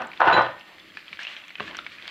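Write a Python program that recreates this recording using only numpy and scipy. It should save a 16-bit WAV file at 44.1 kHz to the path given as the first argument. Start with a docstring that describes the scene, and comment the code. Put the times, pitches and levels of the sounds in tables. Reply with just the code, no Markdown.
"""Wooden clatter over a pan of pasta

Something wooden is banged down and rattles: bursts of noise and tiny hits make a ringing wooden body sound.
A glass clinks with it as a few fading tones. Then a spoon ploughs through pasta: wet pops are short rings and
splashes, and one knock rings the pan. Under it, sizzle is noise and gliding tones; rumble is low noise.
"""
import sys
import numpy as np
from scipy import signal
from scipy.fft import rfft, irfft
from scipy.io import wavfile
from scipy.ndimage import uniform_filter1d

SR = 44100
rng = np.random.default_rng(int(sys.argv[2]) if len(sys.argv) > 2 else 0)


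def master(y):
    """Save y as 16-bit WAV."""
    cut = np.clip(np.atleast_2d(y).T, -1, 1)
    pcm = np.round(cut * 32767)  # scale
    wavfile.write(sys.argv[1], SR, pcm.astype(np.int16))


N = 92610
T = np.arange(N) / SR  # time in seconds


def undb(db):
    """Turn decibels into an amplitude factor."""
    return 10 ** (np.asarray(db) / 20)


def level(x, db):
    """Scale a sound so its average (RMS) level is the given dB."""
    return x * undb(db) / np.sqrt(np.mean(x ** 2))


def curve(table, col):
    """Draw straight lines in time between the values of one table column."""
    points = np.array(table)
    return np.interp(T, points[:, 0], points[:, col])


def shape(table, hz):
    """Read a table of Hz and dB at any pitch; outside the table it is -90 dB."""
    points = np.array(table)
    return np.interp(np.log(np.maximum(hz, 1)), np.log(points[:, 0]), points[:, 1], -90, -90)


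def colour(x, table):
    """Filter with a table of Hz and dB; the response never starts before its cause."""
    log_gain = shape(table, np.arange(4097) * SR / 8192) * np.log(10) / 20
    cepstrum = irfft(log_gain)
    # Folding the second half onto the first puts the energy as early as possible
    cepstrum[1:4096] *= 2
    cepstrum[4097:] = 0
    response = irfft(np.exp(rfft(cepstrum)))
    return signal.fftconvolve(x, response)[:len(x)]


def band(x, lo_hz, hi_hz):
    """Keep mainly the pitches between two limits."""
    return signal.sosfilt(signal.butter(2, [lo_hz, hi_hz], "band", fs=SR, output="sos"), x)


def add(out, s, hz, db, t60, glide=0.):
    """Add a tone from second s that fades by 60 dB in t60 seconds; glide makes its pitch rise."""
    i = int(s * SR)
    t = np.arange(min(int(t60 * SR) + 1, len(out) - i)) / SR
    phase = 2 * np.pi * hz * t * (1 + glide * t / t60)
    out[i:i + len(t)] += undb(db - 60 * t / t60) * np.sin(phase)


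def walk(rate):
    """Smooth random wandering at about the given rate per second, with a spread near 1."""
    k = int(SR / rate)
    steps = np.repeat(rng.standard_normal(N // k + 1), k)
    return 1.3 * uniform_filter1d(uniform_filter1d(steps, k), k)[:N]


def room(x):
    """Kitchen echo: half-octave bands of noise that die away at their own rates."""
    # Each row: frequency in Hz, time to fade by 60 dB in seconds
    fade_times = np.array([(100, 0.44), (500, 0.32), (1500, 0.39), (4000, 0.44), (10000, 0.16)])
    t = T[:SR * 3 // 4]
    tail = np.zeros(len(t))
    for hz in 60 * 2 ** np.arange(0, 8, .5):
        t60 = np.interp(np.log(hz), np.log(fade_times[:, 0]), fade_times[:, 1])
        noise = band(rng.standard_normal(len(t)), hz / 2 ** .25, hz * 2 ** .25)
        tail += noise * undb(-60 * t / t60) / np.sqrt(t60)
    return signal.fftconvolve(x, tail / np.sqrt(np.sum(tail ** 2)))[:N]


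def wood(x):
    """Wooden body: what strikes it sets off a broad click and many fading resonances."""
    # Broad colour of the click. Each row: frequency in Hz, relative level in dB
    click_colour = [(40, -50.5), (110, -30), (250, -12), (420, -18), (580, 1), (1020, -4), (1600, -9.5),
                    (2100, -20), (3200, -21), (4400, -32.5), (5700, -44), (9000, -71.5), (14000, -79.5)]
    # Resonances. Each row: frequency in Hz, width in Hz, level in dB before the width is allowed for
    resonances = [(540, 19, 8), (587.8, 11.3, 6), (780, 25, -2), (904, 18, -4.5), (930, 40, -9),
                  (1014, 28, 6), (1850, 10, -12), (1204, 16, 0), (1270, 27, 4), (1466, 40, 8),
                  (1514, 30, 6.5), (1730, 45, -1.5), (2590, 17, -15), (2790, 45, -18)]
    click = colour(signal.unit_impulse(8192), click_colour)
    ring = np.zeros(8192)
    for hz, width, db in resonances:
        # A narrower resonance rings for longer
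        add(ring, 0, hz, db + 10 * np.log10(width), 2.28 / width)
    body = level(click, 0) + level(ring, 0)
    return signal.fftconvolve(x, body / np.sqrt(np.sum(body ** 2)))[:N]


def blows():
    """Each blow is a very short burst of noise that sets the wood ringing."""
    # Blows. Each row: start in seconds, strength in dB before the wood (22 dB is taken off below)
    blow_table = [(0.2052, 7), (0.217, 8), (0.231, 1), (0.2445, -2), (0.2715, 3.5), (0.278, 2),
                  (0.2965, -0.5), (0.314, -8), (0.3295, 4), (0.3655, -1), (0.378, -4), (0.396, -4.5),
                  (0.454, -21)]
    contact_s = .0008  # fade time of the contact noise
    drive = np.zeros(N)
    t = T[:SR // 100]
    for s, db in blow_table:
        i = int(s * SR)
        burst = np.exp(-t / contact_s) * rng.standard_normal(len(t))
        drive[i:i + len(t)] += level(burst, db - 22)
    return band(wood(drive), 530, 2440)


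def rattling():
    """Thousands of tiny uneven hits a second drive the wood, with changing treble and boom."""
    # Rattling. Each row: time in seconds, level in dB, brightness change in dB, boom change in dB
    rattle_table = [(.19, -59, -10, -7), (.2, -31, -2, -7), (.206, -21.5, -0.5, -18.5),
                    (.25, -20, -1.5, -10), (.266, -26.5, 2.5, -6.5), (.274, -13, 1.5, -2),
                    (.316, -21, -0.5, -8.5), (.34, -16, 8, 8.5), (.355, -21, 1, -1), (.384, -14, -3, -2),
                    (.42, -25.5, 0.5, -2.5), (.47, -33.5, 9, 6)]
    hits_per_s, spread_db = 3000, 1
    struck = rng.random(N) < hits_per_s / SR
    hits = struck * rng.standard_normal(N) * undb(spread_db * rng.exponential(size=N))
    on = (T > rattle_table[0][0]) & (T < rattle_table[-1][0])
    rattle = wood(level(hits, 0) * on * undb(curve(rattle_table, 1)))
    bright = (undb(curve(rattle_table, 2)) - 1) * band(rattle, 2160, 11000)
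    boom = (undb(curve(rattle_table, 3)) - 1) * band(rattle, 120, 573)
    return rattle + bright + boom


def earlier_knock():
    """The tail of a knock just before: noise through the wood, with extra boom, dying away."""
    start_db, t60_s, boom_db = -28, 0.34, 12.5
    tail = wood(rng.standard_normal(N))
    tail = tail + undb(boom_db) * band(tail, 200, 238)
    return tail * undb(start_db - 60 * T / t60_s)


def glass():
    """The glass rings once: fading tones that start a little weak and swell at first."""
    # Tones of the glass. Each row: frequency in Hz, starting level in dB before the swell, fade in seconds
    glass_tones = [(1832, -37, 1.15), (3880, -40, 0.2), (3985, -21, .3), (6750, -53, 0.5),
                   (6960, -36, 0.18), (8446, -57, 0.27), (10390, -48, .17)]
    clink_s, swell_s = .330, 0.013
    ring = np.zeros(N)
    for hz, db, t60 in glass_tones:
        add(ring, clink_s, hz, db, t60)
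    return ring * (1 - 0.24 * np.exp(-np.maximum(T - clink_s, 0) / swell_s))


def clatter():
    """Blows and rattling echo in the kitchen; the earlier knock and the glass are added."""
    dry_wood = rattling() + blows()
    return dry_wood + undb(-8) * room(dry_wood) + earlier_knock() + glass()


def pops():
    """Bubbles between the pasta tubes burst: two short rings, a tiny crack and a brief splash."""
    # Wet pops of sauce and pasta. Each row: start in seconds, starting level in dB before filtering,
    # pitch in Hz, fade time in seconds, upper pitch in Hz, level of the upper pitch against the lower in dB
    pop_table = [(0.02, -34, 1330, 0.017, 2610, 5), (0.1165, -28.5, 2330, 0.012, 3330, -25),
                 (0.1324, -28.5, 1940, 0.0092, 2840, -6), (0.1352, -32, 2400, 0.016, 2950, -4),
                 (0.175, -31.5, 2700, 0.014, 3540, -1), (0.61, -38.5, 2760, 0.014, 3070, 4),
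                 (0.7832, -35, 2050, 0.012, 3230, -13), (0.799, -52.5, 2880, 0.036, 3460, 14.5),
                 (0.902, -46, 1680, 0.041, 3220, 2), (0.9713, -26, 1750, 0.016, 2430, -0.5),
                 (1.0809, -35, 2600, 0.016, 3210, 2.5), (1.1295, -22, 2320, 0.0077, 3020, -19),
                 (1.1721, -34, 2360, 0.0079, 3140, -1), (1.1916, -23.5, 1664, 0.021, 3000, -20),
                 (1.2308, -30, 2500, 0.033, 2870, -2), (1.2504, -23, 2610, 0.028, 3200, -17),
                 (1.269, -26.5, 2790, 0.025, 2890, -1), (1.2769, -35.5, 2730, 0.017, 3100, 8.5),
                 (1.2834, -38, 2440, 0.013, 3100, 7), (1.3159, -35, 2580, 0.01, 2930, -8),
                 (1.3358, -38, 1720, 0.02, 3130, 1), (1.3659, -31, 2480, 0.011, 3150, 5),
                 (1.4003, -47, 2440, 0.011, 3080, -11), (1.4385, -38.5, 2650, 0.043, 3370, -1.5),
                 (1.482, -35, 2440, 0.017, 3120, -3), (1.4936, -41.5, 1850, 0.014, 2830, 7),
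                 (1.505, -28, 2220, 0.0062, 3020, -15), (1.5547, -27.5, 2580, 0.022, 3080, -1),
                 (1.5836, -32.5, 2510, 0.027, 2960, -9), (1.5987, -18.5, 1590, 0.012, 2840, -32),
                 (1.6266, -27, 1640, 0.0079, 3300, -9), (1.6787, -27, 1730, 0.017, 3100, -13),
                 (1.7105, -29, 2140, 0.01, 3140, -3), (1.7477, -26.5, 1530, 0.02, 3370, -24),
                 (1.7522, -25.5, 2050, 0.0099, 2840, -7), (1.7686, -36, 1500, 0.013, 3240, 3),
                 (1.7883, -21, 1367, 0.017, 3540, -4.5), (1.8475, -49, 1790, 0.0088, 3300, 11.5),
                 (1.8652, -20.5, 2235, 0.016, 3320, -12), (1.9497, -42, 1850, 0.021, 3580, -11),
                 (1.984, -41.5, 1700, 0.036, 2470, 6.5), (2.024, -34, 2650, 0.0093, 3350, 3),
                 (2.0546, -34, 1620, 0.015, 3350, -8), (2.0794, -28, 2200, 0.0066, 3280, 7.5)]
    crack_db, splash_db, splash_t60_s = -42, -0.5, 0.033  # levels against the pop
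    out = np.zeros(N)
    t = T[:SR // 10]
    for s, db, hz, t60, upper_hz, upper_db in pop_table:
        add(out, s, hz, db, t60)
        add(out, s, upper_hz, db + upper_db, t60)
        add(out, s, 2200, db + crack_db, .002)
        noise = band(rng.standard_normal(len(t)), 1510, 3170)
        splash = noise * undb(db + splash_db - 60 * t / splash_t60_s)
        i = int(s * SR)
        out[i:i + len(t)] += splash[:N - i]
    return band(out, 700, 6700)


def fat_spits():
    """Fat spits brightly: a very short high ring with an even shorter crack."""
    # Spits. Each row: start in seconds, starting level in dB before filtering, pitch in Hz
    spit_table = [(0.02, -38, 5670), (0.0715, -39, 7530), (0.204, -32.5, 5330), (0.2578, -39, 5100),
                  (0.422, -33, 5100), (0.596, -41.5, 5130), (0.797, -45, 4830), (0.9723, -35.5, 4670),
                  (1.2331, -32, 5600), (1.482, -43, 6450), (1.6294, -40, 4660), (1.7693, -27, 5700),
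                  (2.078, -26.5, 4450)]
    t60_s, crack_db = 0.0052, -22.5
    out = np.zeros(N)
    for s, db, hz in spit_table:
        add(out, s, hz, db, t60_s)
        add(out, s, 7800, db + crack_db, .001)
    return band(out, 3200, 12000)


def spoon():
    """The spoon's edge knocks the pan: low pan tones ring under three short higher ones."""
    # Tones of the pan. Each row: frequency in Hz, relative level in dB, fade time in seconds (cut to 0.25)
    pan_tones = [(221, -1, 0.36), (426, 5, 0.15), (608, 3.5, 0.1), (750, 10, 0.055)]
    knock_s, knock_db = 1.605, -19
    out = np.zeros(N)
    for hz, db, t60 in pan_tones:
        add(out, knock_s, hz, knock_db - 25 + db, min(t60, .25))
    add(out, knock_s, 1150, knock_db - 0.5, .018)
    add(out, knock_s, 1900, knock_db - 4.0, .008)
    add(out, knock_s, 2700, knock_db, .008)
    return out


def bubble_grains():
    """Many tiny bubbles at random times: very short tones that glide upward."""
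    grains_per_s, spread_db, cycles = 700, 3, 4
    grains = np.zeros(N)
    for when, pitch, strength in rng.random((int(grains_per_s * N / SR), 3)):
        hz = 1200 * 4 ** pitch
        add(grains, when * T[-1], hz, -spread_db * np.log(strength), cycles * 3 / hz, glide=0.54)
    return signal.lfilter([1, -.7], 1, grains)  # favours the treble


def sizzle():
    """Tiny bubbles over a flickering hiss, with a duller squelch of low noise under them."""
    # Sizzle and squelch. Each row: time in seconds, sizzle level in dB, squelch level in dB
    sizzle_levels = [(0, -48.5, -63.5), (.6, -52, -56), (.75, -51, -57.5), (.95, -50, -67),
                     (1.14, -46.5, -63), (1.185, -51, -62), (1.2, -40, -53), (1.29, -41.5, -62),
                     (1.32, -44.5, -58), (1.38, -43.5, -57.5), (1.42, -49.5, -59.5), (1.55, -50.5, -66),
                     (1.59, -50, -71), (1.61, -40, -48), (1.65, -44.5, -66), (1.7, -40.5, -44.5),
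                     (1.735, -47.5, -54), (1.75, -44.5, -59), (1.8, -43, -57), (1.84, -47.5, -64),
                     (1.97, -47.5, -62), (2.0, -44, -70), (2.06, -42.5, -54), (2.1, -38.5, -55)]
    # Tone of the sizzle. Each row: frequency in Hz, relative level in dB
    sizzle_colour = [(400, -55), (700, -33.5), (1140, -4.5), (1600, -4), (2000, 1), (3000, -0.5),
                     (4300, -9), (5200, -17.5), (6500, -22), (9000, -32.5), (14000, -64.5)]
    # Treble of the sizzle. Each row: time in seconds, change in dB
    treble_levels = [(0, 1), (.8, 2), (1.0, 5), (1.15, 5.5), (1.2, -1), (1.6, -3), (1.8, 2.5), (2.1, 2.5)]
    hiss = rng.standard_normal(N) * undb(2.2 * walk(40))
    fizz = level(colour(level(bubble_grains(), -9.5) + hiss, sizzle_colour), 0)
    fizz = fizz + (undb(curve(treble_levels, 1)) - 1) * band(fizz, 4000, 5600)
    low_noise = band(band(rng.standard_normal(N), 500, 1300), 500, 1300)
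    squelch = level(low_noise, 0) * undb(2.5 * walk(40))
    return fizz * undb(curve(sizzle_levels, 1)) + squelch * undb(curve(sizzle_levels, 2))


def low_rumble():
    """Low rumble of the kitchen and the pan: coloured noise that rises and falls."""
    # Loudness of the rumble. Each row: time in seconds, level in dB
    rumble_levels = [(0.5, -57.5), (0.624, -61), (0.936, -57.5), (1.092, -62.5), (1.118, -56.5),
                     (1.168, -59.5), (1.274, -63.5), (1.302, -60.5), (1.568, -64.5), (1.608, -47.5),
                     (1.916, -59), (2.1, -57.5)]
    # Tone of the rumble. Each row: frequency in Hz, relative level in dB
    rumble_colour = [(15, -40), (25, -16), (65, -20.5), (97, -9), (123, -18.5), (157, -8), (267, -9),
                     (317, -5), (454, -15.5), (600, -11), (780, -34), (1320, -120)]
    noise = level(colour(rng.standard_normal(N), rumble_colour), 0)
    return noise * undb(curve(rumble_levels, 1))


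def scene():
    """Dull and thin the clatter, pops and knock, then add the rest equally to both channels."""
    near = pops() + spoon()
    front = clatter() + near + undb(-11.5) * room(near)
    # Soften the treble but let a little of the full sound through, then remove the bass
    dull = signal.sosfilt(signal.butter(3, 5200, fs=SR, output="sos"), front)
    front = dull + undb(-22.0) * front
    front = signal.sosfilt(signal.butter(4, 105, "high", fs=SR, output="sos"), front)
    mid = front + fat_spits() + sizzle() + low_rumble()
    return np.array([mid, mid])


def record(dry):
    """One microphone on both channels: rounded loud peaks, faint partly shared hiss, top cut off."""
    # Tone of the hiss. Each row: frequency in Hz, relative level in dB
    hiss_colour = [(3000, -26), (5000, 6.5), (7000, 11.5), (9000, 9), (10000, 3), (11000, 10.5),
                   (14000, 9.5), (15000, 0), (16000, 1.5)]
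    # Tone of the noise that makes the channels differ. Each row: frequency in Hz, relative level in dB
    width_colour = [(18, -47.5), (30, -12), (103, -6.5), (382, -4.5), (1610, -12), (3010, -15), (4380, -14),
                    (5690, -22), (9640, -120)]
    hiss_db, width_db, squash, top_hz = -69.5, -71.5, 0.71, 15800
    shared = 0.46 * rng.standard_normal(N)
    hiss = np.array([level(colour(rng.standard_normal(N) + shared, hiss_colour), hiss_db) for _ in dry])
    # The width noise is upside down in the second channel
    side = level(colour(rng.standard_normal(N), width_colour), width_db) * np.array([[1], [-1]])
    rounded = np.tanh(squash * dry) / squash
    top_cut = signal.ellip(8, .2, 70, top_hz, fs=SR, output="sos")
    return signal.sosfilt(top_cut, rounded + hiss + side)


dry = scene()
out = record(dry)
master(out)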